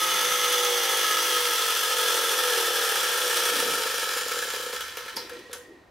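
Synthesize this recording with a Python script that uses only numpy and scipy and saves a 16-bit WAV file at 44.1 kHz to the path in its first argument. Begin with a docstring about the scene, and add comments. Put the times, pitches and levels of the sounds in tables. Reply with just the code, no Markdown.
"""A fast tinny whirr slows to separate clacks and stops: a clockwork tin boat, hand-held in a small room.
The propeller, in air, turns a shaft that rolls and knocks in its bearing; gear teeth sing and chatter.
Timed impulses and tones drive resonances of hull, plates and dense tin; loose parts clack at the stall.
Shaped noise makes finger rubs, the spring's hum and whine, a rumble and the room tone."""
import sys
import numpy as np
from scipy import signal
from scipy.fft import rfft, irfft, next_fast_len
from scipy.io import wavfile

SR = 44100
rng = np.random.default_rng(int(sys.argv[2]) if len(sys.argv) > 2 else 0)


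def store_wav(level_fs):
    """Save 16-bit WAV to argv[1]."""
    pcm = np.round(np.clip(np.atleast_2d(level_fs), -1, 1) * 32767)
    wavfile.write(sys.argv[1], SR, pcm.T.astype(np.int16))


N = 260300

# Room tone spectrum: freq_hz, relative_level_db
ROOM_TONE_SPECTRUM = [(20, -16), (45, -1), (70, -18), (140, 3.5), (300, 11.5), (700, 9.5), (2000, 0),
                      (6000, -26), (16000, -28.5)]
# Stereo width of the room ring: freq_hz, side_minus_mid_db
ROOM_WIDTH = [(100, -59), (450, -8.5), (1200, -8.5), (2500, -3.5), (5500, -6), (8500, -1.5), (11000, -51)]
# Fingers shifting on the hull: centre_s, level_db, half_length_s (to 1/e), centre_hz
FINGER_RUBS = [(0.176, -54.5, 0.3, 194), (3.57, -42.5, 0.045, 265), (3.685, -43.5, 0.094, 265),
               (3.73, -49, 0.037, 180), (5.165, -43, 0.0088, 263), (5.169, -41, 0.01, 906),
               (5.2, -45, 0.054, 380), (5.242, -50.5, 0.04, 300), (5.37, -48, 0.093, 352),
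               (5.707, -52, 0.1, 340)]
# Hum of the spring: freq_hz, width_hz, relative_level_db
SPRING_MODES = [(1015, 62, -7), (2320, 650, -13), (4300, 2800, -18.5)]
# Whine of the spring, end rows held: time_s, pitch_hz, level_db
SPRING_WHINE = [(5.2, 1860, -57), (5.46, 1900, -54), (5.6, 1870, -60), (5.71, 1880, -57), (5.88, 1860, -68)]
# Bending modes of the whole hull, held loosely: freq_hz, width_hz, stern_on_db, side_on_db
HULL_MODES = [(212, 13, -40, -8.5), (304, 4.1, -10, -20), (348.5, 31, -5, -14), (379, 34, -6.5, -15.5),
              (418.4, 11.4, -21, -3.5), (488, 15, 5, 6.5), (558, 25, -10, -1.5), (473, 48, -11.5, -7.5),
              (650, 25, -31, -47), (713, 47, -13, -13), (786, 18, -4, -23), (896, 18, 2, -23.5)]
# Deck and side plate modes, before any wander: freq_hz, width_hz, stern_on_db, side_on_db
PLATE_MODES = [(474, 88, -38, -12), (895, 60, -5.5, -10), (1276, 34, 4.5, 0), (1354, 38, 5.5, 3.5),
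               (1603, 132, -11, -2.5), (1690, 57, -0.5, 2.5), (1801, 43, -3, -3), (2050, 380, -1.5, -63),
               (2183, 310, -9.5, -12), (2460, 220, -20.5, -6.5), (2738, 31, -12, -17), (3010, 60, 1.5, -4),
               (3250, 67, -5, -12), (3263, 160, 1, -9), (3430, 137, -2.5, -9.5), (3915, 176, -13, -6.5),
               (4790, 56, -17, -15.5), (4920, 34, -3, -7.5), (5170, 77, -10, -18), (5340, 49, -7, -9),
               (5930, 86, -19, -11), (9160, 65, -6, -22)]
# Dense upper ringing of the tin: freq_hz, relative_level_db
TIN_SPECTRUM = [(200, -50), (400, 0.5), (680, -13), (1100, 0), (2200, -2), (3300, 4), (4300, -3),
                (6300, -1), (7300, -5.5), (10000, -3.5), (12000, -4.5), (14000, -7), (16000, -13.5)]
# Heavy shaft drops on the last slow turns: time_s, thud_db, hum_db
SHAFT_DROPS = [(4.738, -14, -9), (4.972, -7, -11), (5.062, -11.5, -20), (5.172, -10, -10), (5.304, -14, -6),
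               (5.321, -17, -14), (5.44, -22, -16), (5.497, -11, -11), (5.554, -11, -12.5)]
# Loose parts falling together: start_s, blow_db, plate_ring_db, zing_db, zing_hz, contact_decay_s
LOOSE_CLACKS = [(4.315, -4.5, 2.5, -21, 7300, 0.0062), (4.423, -12, 9, -28, 7200, 0.0023),
                (4.543, -7, 2, -11, 7240, 0.012), (4.736, -9, -17, -11, 7140, .004),
                (4.807, -5.5, -1, 1, 3050, 0.0015), (4.971, -6, -4, -15, 12800, 0.001),
                (5.06, -18, -7, -11, 7200, 0.006), (5.08, -15, 6.5, -18, 7300, 0.0055),
                (5.16, -16, -17, 0.5, 10200, 0.006), (5.166, -6.5, -10, 6, 4860, 0.0048),
                (5.169, -15, -12, 3, 12500, .004), (5.18, -26, -6, 12, 4900, .018),
                (5.2, -28, -6, 10, 4950, 0.022), (5.296, -15.5, 0, -4, 3060, 0.001),
                (5.332, -23, 6, -4, 7200, 0.011), (5.39, -24.5, 5.5, -10, 4900, 0.0023),
                (5.513, -25, 1, 0, 3180, 0.004), (5.53, -6.5, -9, -4, 10000, 0.0035),
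                (5.531, -19, -8, 4, 6840, 0.0026), (5.532, -18, -10, 3, 1700, .003)]
# Thin deck parts ringing in turn: loudest_s, spread_s (Gaussian sigma), freq_hz, width_hz, level_db
DECK_GLINTS = [(.4, 0.7, 6220, 750, -11), (.5, 0.52, 3480, 350, -12.5), (2.702, 1.4, 8550, 346, -18),
               (3.2, 1, 14200, 300, -31), (4.1, .4, 5350, 600, -12.5), (4.4, 0.37, 7160, 600, -11)]
# Propeller shaft: time_s, speed_turns_per_s
SHAFT_SPEED = [(0, 58.18), (.25, 54.97), (.65, 54.34), (.95, 51.93), (2.45, 41.16), (2.8, 37.01),
               (2.9, 36.66), (3.55, 29.61), (3.75, 25.02), (3.9, 24.21), (5.15, 9.14), (5.5, 2.81),
               (5.65, 0)]
# Shaft push that is smooth rolling, not knocking: speed_turns_per_s, share (0-1)
ROLLING_SHARE = [(28, 0), (42, .5)]
# Shaft push on the hull, fading once the slow shaft rides on its bearing: time_s, level_db
SHAFT_PUSH_LEVEL = [(0, -33), (.35, -36), (.75, -31), (1.05, -32.5), (1.35, -33.5), (1.75, -34.5),
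                    (2.15, -32), (2.7, -31), (3.1, -35.5), (3.6, -30.5), (3.95, -36.5), (4.74, -39),
                    (4.8, -49), (5.5, -80)]
# Successive multiples of shaft speed in the rolling push: relative_level_db
WHIRL_ORDERS_DB = [-11, 1.5, -0.5, -30, 2, 1.5, 1.5, 2.5, 0, -10, 4.5, -3]
# Successive multiples of shaft speed in the gear song: relative_level_db
GEAR_ORDERS_DB = [-8, -2, -9.5, -4.5, -3.5, -1, -7, -2.5, -3]
FIRST_WHIRL_ORDER, FIRST_GEAR_ORDER = 5, 14

# Levels hold above a knee speed (turns/s), then fall by so many dB per halving of speed.
CHATTER_DB, CHATTER_KNEE_TURNS_PER_S, CHATTER_FALL_DB = -27, 29.1, 10
TREBLE_KNEE_TURNS_PER_S, TREBLE_FALL_DB = 15.2, 11.5
PLATE_WANDER_SHARE = .025  # of modal pitch
# The tightening grip broadens the hull modes.
TIGHTEN_START_S, TIGHTEN_S, GRIP_WIDTH_HZ = 3.6, 0.18, 39
# Stern-on to side-on; a power below 1 starts quickly and eases off.
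SWING_START_S, SWING_S, SWING_POWER = 0.85, 4.9, 0.62
SLACK_S, SLACK_DB, SLACK_SINK_DB_PER_S, SLACK_FADE_DB_PER_S = 5.25, -47.5, 1.5, 32
RUMBLE_DB, RUMBLE_FULL_S, RUMBLE_RISE_DB_PER_S = -63, 3.7, 4
TOP_HZ = 15750

TIME_S = np.arange(N) / SR
PADDED = next_fast_len(N + SR // 2, real=True)
FREQ_HZ = np.maximum(np.arange(PADDED // 2 + 1) * SR / PADDED, 1)


def undb(db):
    """Decibels to gain."""
    return 10 ** (np.asarray(db) / 20)


def curve(rows):
    """Interpolate the columns of a timed table at every sample."""
    time_s, *columns = np.transpose(rows)
    return [np.interp(TIME_S, time_s, column) for column in columns]


def colour(points):
    """Gain at every frequency, interpolated in dB over log frequency."""
    hz, db = np.transpose(points)
    return undb(np.interp(np.log(FREQ_HZ), np.log(hz), db))


def unit(response):
    """Scale a response to pass white noise at unchanged power."""
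    return response / np.sqrt(np.mean(np.abs(response) ** 2))


def through(x, response):
    """Filter a sound by a frequency response."""
    spectrum = rfft(x.astype(np.float32), PADDED)
    return irfft(spectrum * response.astype(np.complex64), PADDED)[:N]


def noise_through(response, gain=1):
    """White noise, given a gain over time, then filtered."""
    return through(rng.standard_normal(N) * gain, response)


def modes(rows):
    """Response of damped resonances; neighbours move in opposite directions."""
    f, out = FREQ_HZ.astype(np.float32), 0
    for k, (hz, width_hz, db) in enumerate(rows):
        detune = (f - float(hz) ** 2 / f) / float(width_hz)
        real = float((-1) ** k * undb(db)) / (1 + detune * detune)
        out = out + real - 1j * (real * detune)
    return out


def bump(hz, width_hz):
    """Unit-power response of one mode applied twice, for steeper skirts."""
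    return unit(modes([(hz, width_hz, 0)]) ** 2)


def tail(t60_s, delay_s=0):
    """Response of countless modes or echoes that die away together."""
    decay = np.exp(-np.log(1000) * TIME_S / t60_s)
    return unit(rfft(rng.standard_normal(N) * decay * (TIME_S >= delay_s), PADDED))


def crossfade(k, count):
    """Triangular weight of position k out of count, spread over the whole sound."""
    return np.maximum(1 - np.abs(np.linspace(0, count - 1, N) - k), 0)


def drifting(x, t60_s, delay_s=0, count=5):
    """A dense ring whose fine pattern changes as the boat moves from one position to the next."""
    return sum(through(x * np.sqrt(crossfade(k, count)), tail(t60_s, delay_s)) for k in range(count))


def room_tone(level_db=-58.0):
    """Steady coloured noise of the quiet room."""
    return undb(level_db) * noise_through(unit(colour(ROOM_TONE_SPECTRUM)))


def room(x, t60_s=0.34, wet_db=-4, wet_above_hz=600, tone_side_db=-7):
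    """Direct sound and the ring of a small room, drier in the bass, over room tone."""
    direct = x / np.sqrt(1 + undb(wet_db) ** 2)
    sent = through(direct, undb(wet_db) * FREQ_HZ / np.hypot(FREQ_HZ, wet_above_hz))
    mid, side = (drifting(sent, t60_s, delay_s=0.0023) for _ in range(2))
    centre = direct + mid + room_tone()
    spread = through(side, colour(ROOM_WIDTH)) + undb(tone_side_db) * room_tone()
    return np.array([centre + spread, centre - spread])


def rumble(hz=72, width_hz=85):
    """Low-band noise: a faint deep rumble comes up under the whirr and stays."""
    db = RUMBLE_DB + RUMBLE_RISE_DB_PER_S * np.minimum(TIME_S - RUMBLE_FULL_S, 0)
    return noise_through(bump(hz, width_hz), undb(db))


def fingers(width_hz=170):
    """Skin rubs and bumps dully on the hull: short swells of band noise."""
    out = 0
    for centre_s, db, half_length_s, hz in FINGER_RUBS:
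        swell = np.exp(-((TIME_S - centre_s) / half_length_s) ** 2)
        out = out + undb(db) * noise_through(bump(hz, width_hz), swell)
    return out


def spring_hum():
    """Sliding coils hum faintly, sinking slowly until the spring is slack, then dying away."""
    after_s = TIME_S - SLACK_S
    db = SLACK_DB - np.maximum(SLACK_SINK_DB_PER_S * after_s, SLACK_FADE_DB_PER_S * after_s)
    return noise_through(unit(modes(SPRING_MODES)), undb(db))


def spring_whine(flutter_hz=50):
    """A thin spring tone, unsteady in level through slow noise, fading at the end."""
    hz, db = curve(SPRING_WHINE)
    flutter = noise_through(unit(1 / (1 + (FREQ_HZ / flutter_hz) ** 2)))
    return undb(db) * flutter * np.sqrt(2) * np.sin(2 * np.pi * np.cumsum(hz) / SR)


def swing(time_s):
    """How far the boat has turned: 0 stern-on, 1 side-on."""
    return np.clip((time_s - SWING_START_S) / SWING_S, 0, 1) ** SWING_POWER


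def facing(rows):
    """Responses of a set of modes heard from the stern and from the side."""
    stern_on = unit(modes([(hz, width, db) for hz, width, db, _ in rows]))
    side_on = unit(modes([(hz, width, db) for hz, width, _, db in rows]))
    return stern_on, side_on


def radiate(hits, rows):
    """Blows ring the modes, whose balance shifts as the boat swings round."""
    stern_on, side_on = facing(rows)
    turned = swing(TIME_S)
    return through(hits * (1 - turned), stern_on) + through(hits * turned, side_on)


def hull_ring(push, cut_hz=300):
    """Pushes bend the whole hull, which gives off little bass and rings shorter once gripped."""
    held = np.clip((TIME_S - TIGHTEN_START_S) / TIGHTEN_S, 0, 1)
    damped = [(hz, width + GRIP_WIDTH_HZ, stern_db, side_db) for hz, width, stern_db, side_db in HULL_MODES]
    ring = radiate(push * (1 - held), HULL_MODES) + radiate(push * held, damped)
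    return through(ring, 1 / np.sqrt(1 + (cut_hz / FREQ_HZ) ** 6))


def plate_ring(hits, steady_below_hz=1900, count=7):
    """Plates change balance with the swing; upper modes wander as the hand flexes the tin."""
    hz, width_hz, stern_db, side_db = np.transpose(PLATE_MODES)
    out = 0
    for k, side in enumerate(swing(np.linspace(0, TIME_S[-1], count))):
        wander = PLATE_WANDER_SHARE * rng.uniform(-0.97, 1, len(hz))
        flexed_hz = hz * (1 + wander * (hz > steady_below_hz))
        db = 20 * np.log10((1 - side) * undb(stern_db) + side * undb(side_db))
        response = unit(modes(zip(flexed_hz, width_hz, db)))
        out = out + through(hits * crossfade(k, count), response)
    return out


def tin_ring(hits, low_t60_s=0.13, high_t60_s=0.037, split_hz=5500, tick_db=-3, wheels_db=-5, wheels_t60_s=0.075):
    """Blows tick, ring the brass wheels and stir dense tin modes; the high ones die first."""
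    shape = unit(colour(TIN_SPECTRUM))
    high = 1 / (1 + (split_hz / FREQ_HZ) ** 4)
    tick = through(hits, shape * undb(tick_db))
    wheels = through(drifting(hits, wheels_t60_s), shape * undb(wheels_db) * np.sqrt(high))
    out = tick + wheels
    for t60_s, share in (low_t60_s, 1 - high), (high_t60_s, high / 2):
        keep = np.exp(-2 * np.log(1000) / (t60_s * SR))
        energy = signal.lfilter([1 - keep], [1, -keep], hits ** 2 + 1e-18)
        out = out + noise_through(shape * np.sqrt(share), np.sqrt(energy))
    return out / np.sqrt(1 + undb(tick_db) ** 2)


def glints(hits):
    """Thin deck parts ring out, each while it is turned toward the listener."""
    out = 0
    for loudest_s, spread_s, hz, width_hz, db in DECK_GLINTS:
        turned = np.exp(-((TIME_S - loudest_s) / spread_s) ** 2 / 2)
        out = out + undb(db) * through(hits * turned, bump(hz, width_hz))
    return out


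def drops(hum_hz=492, hum_width_hz=20):
    """The stalling shaft thuds into its bearing and leaves the hull humming."""
    thuds, hums = np.zeros((2, N))
    for time_s, thud_db, hum_db in SHAFT_DROPS:
        thuds[int(time_s * SR)] += undb(thud_db)
        hums[int(time_s * SR)] += undb(hum_db)
    return hull_ring(thuds) + through(hums, bump(hum_hz, hum_width_hz))


def burst(start_s, decay_s):
    """A brief scraping contact: decaying noise of unit energy."""
    push = rng.standard_normal(N // 20) * np.exp(-TIME_S[:N // 20] / decay_s)
    out, start = np.zeros(N + len(push)), int(start_s * SR)
    out[start:start + len(push)] = push / np.linalg.norm(push)
    return out[:N]


def clacks(spread=0.16, zing_t60_s=0.043):
    """Slack parts fall together, ringing tin and plates and a zinging cluster of high modes."""
    on_tin, on_plates, zings = np.zeros((3, N))
    ring = tail(zing_t60_s)
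    band = signal.butter(4, [1 - spread, 1 + spread], "bandpass", analog=True)
    for start_s, db, plate_db, zing_db, hz, decay_s in LOOSE_CLACKS:
        blow = undb(db) * burst(start_s, decay_s)
        on_tin += blow
        on_plates += blow * undb(plate_db)
        cluster = signal.freqs(*band, FREQ_HZ / hz)[1]
        zings += undb(zing_db) * through(blow, unit(cluster * (1 + ring)))
    _, plates_side_on = facing(PLATE_MODES)
    return tin_ring(on_tin) + through(on_plates, plates_side_on) + zings


def slowing_db(speed, knee, fall_db):
    """Level lost as the shaft slows: none above the knee, a fixed step per halving below it."""
    return -fall_db * np.log2(knee / np.clip(speed, 1, knee))


def strikes(turns, at, size):
    """An impulse whenever the shaft passes an angle in `at` (turns); mean power about 1 above 2 turns/s."""
    passed = (at > 0) & (at < turns[-1])
    where = np.searchsorted(turns, at[passed])
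    turns_per_sample = np.maximum(np.gradient(turns)[where], 2 / SR)
    strikes_per_turn = len(at) / turns[-1]
    size = size[passed] / np.sqrt(np.mean(size ** 2) * turns_per_sample * strikes_per_turn)
    return np.bincount(where, size, N)[:N]


def shaft_knocks(turns, speed, scatter_db=1.5, wobble_turns=0.0065, rebound_turns=0.52, rebound_db=-7,
                 rebound_wobble_turns=0.041, rebound_knee=22, rebound_fall_db=1.5):
    """The bent shaft hits its bearing once a turn and rebounds, harder as it slows to the knee."""
    turn = np.arange(int(turns[-1]) + 1)
    chance = rng.standard_normal((len(turn), 4)).T
    knock_at = turn + wobble_turns * chance[0]
    rebound_at = turn + rebound_turns + rebound_wobble_turns * chance[1]
    octaves_fast = np.log2(np.maximum(np.interp(turn, turns, speed) / rebound_knee, 1))
    back_db = rebound_db - rebound_fall_db * octaves_fast
    knock = undb(scatter_db * chance[2])
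    rebound = -undb(back_db + 2 * scatter_db * chance[3])  # opposite side of the bearing
    return strikes(turns, np.r_[knock_at, rebound_at], np.r_[knock, rebound])


def whirl(turns, speed, flutter_db=2.0):
    """A fast shaft rolls smoothly round its bearing, pushing harder on some turns."""
    orders = sum(undb(db) * np.cos(2 * np.pi * k * turns) for k, db in enumerate(WHIRL_ORDERS_DB, FIRST_WHIRL_ORDER))
    turn = np.arange(int(turns[-1]) + 2)
    flutter = np.interp(turns, turn, flutter_db * rng.standard_normal(len(turn)))
    return 2 * np.sqrt(speed / SR) * orders * undb(flutter)


def gear_chatter(turns, count=32, slack_teeth=.2, wear_db=4.0, scatter_db=4.0, throb_db=1.45, throb_lag_turns=0.16):
    """Unevenly worn teeth hit across their backlash, hardest just after the shaft knocks."""
    wear = np.clip(rng.standard_normal((count, 2)).T, -1.2, 1.2)
    tooth = np.arange((int(turns[-1]) + 1) * count)
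    # random timing and strength of each tooth, kept within bounds
    chance = np.clip(rng.standard_normal((len(tooth), 2)).T, -1.7, 1.7)
    at = (tooth + wear[0][tooth % count] / 2 + slack_teeth * chance[0]) / count
    throb = throb_db * np.cos(2 * np.pi * (at - throb_lag_turns))
    db = wear_db * wear[1][tooth % count] + scatter_db * chance[1] + throb
    flank = rng.choice([-1, 1], count)[tooth % count]
    return strikes(turns, at, flank * undb(db))


def wheel_load(turns, depth_db=0.82):
    """The untrue driving wheel leans on the gears once in three and a half shaft turns."""
    return undb(depth_db * np.sin(2 * np.pi * turns / 3.5))


def gear_tones(turns, speed, tone_db=-47, hz=790, width_hz=260, knee=42, fall_db=14):
    """Gear tones glide down through a broad motor-frame resonance and fade as the gears slow."""
    tones = 0
    for k, db in enumerate(GEAR_ORDERS_DB, FIRST_GEAR_ORDER):
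        tones = tones + undb(db) * np.sin(2 * np.pi * (k * turns + rng.random()))
    level = undb(tone_db + slowing_db(speed, knee, fall_db))
    return through(tones * level, modes([(hz, width_hz, 0)]))


def motor(plate_db=0.16, knock_treble_db=-21):
    """Knocks and chatter ring hull, plates and tin, softer and duller as the spring runs down."""
    speed = curve(SHAFT_SPEED)[0]
    turns = np.cumsum(speed) / SR + .19
    knocks = shaft_knocks(turns, speed)
    chatter_level = undb(CHATTER_DB + slowing_db(speed, CHATTER_KNEE_TURNS_PER_S, CHATTER_FALL_DB))
    chatter = gear_chatter(turns) * wheel_load(turns)
    hits = (chatter + undb(knock_treble_db) * knocks) * chatter_level
    sizzle = tin_ring(hits * undb(slowing_db(speed, TREBLE_KNEE_TURNS_PER_S, TREBLE_FALL_DB)))
    rolling = np.interp(speed, *np.transpose(ROLLING_SHARE))
    push = (1 - rolling) * knocks + rolling * whirl(turns, speed)
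    push = push * undb(curve(SHAFT_PUSH_LEVEL)[0])
    plates = undb(plate_db) * plate_ring(hits)
    return plates + sizzle + glints(hits) + hull_ring(push) + gear_tones(turns, speed)


def scene(left_db=0.05):
    """The boat in its room, the whole image a hair left of centre."""
    boat = rumble() + fingers() + spring_hum() + spring_whine() + drops() + clacks() + motor()
    return room(boat) * undb([[left_db], [-left_db]])


def record(dry):
    """Steep elliptic low-pass at TOP_HZ."""
    return signal.sosfilt(signal.ellip(12, .2, 80, TOP_HZ, fs=SR, output="sos"), dry)


dry = scene()
out = record(dry)
store_wav(out)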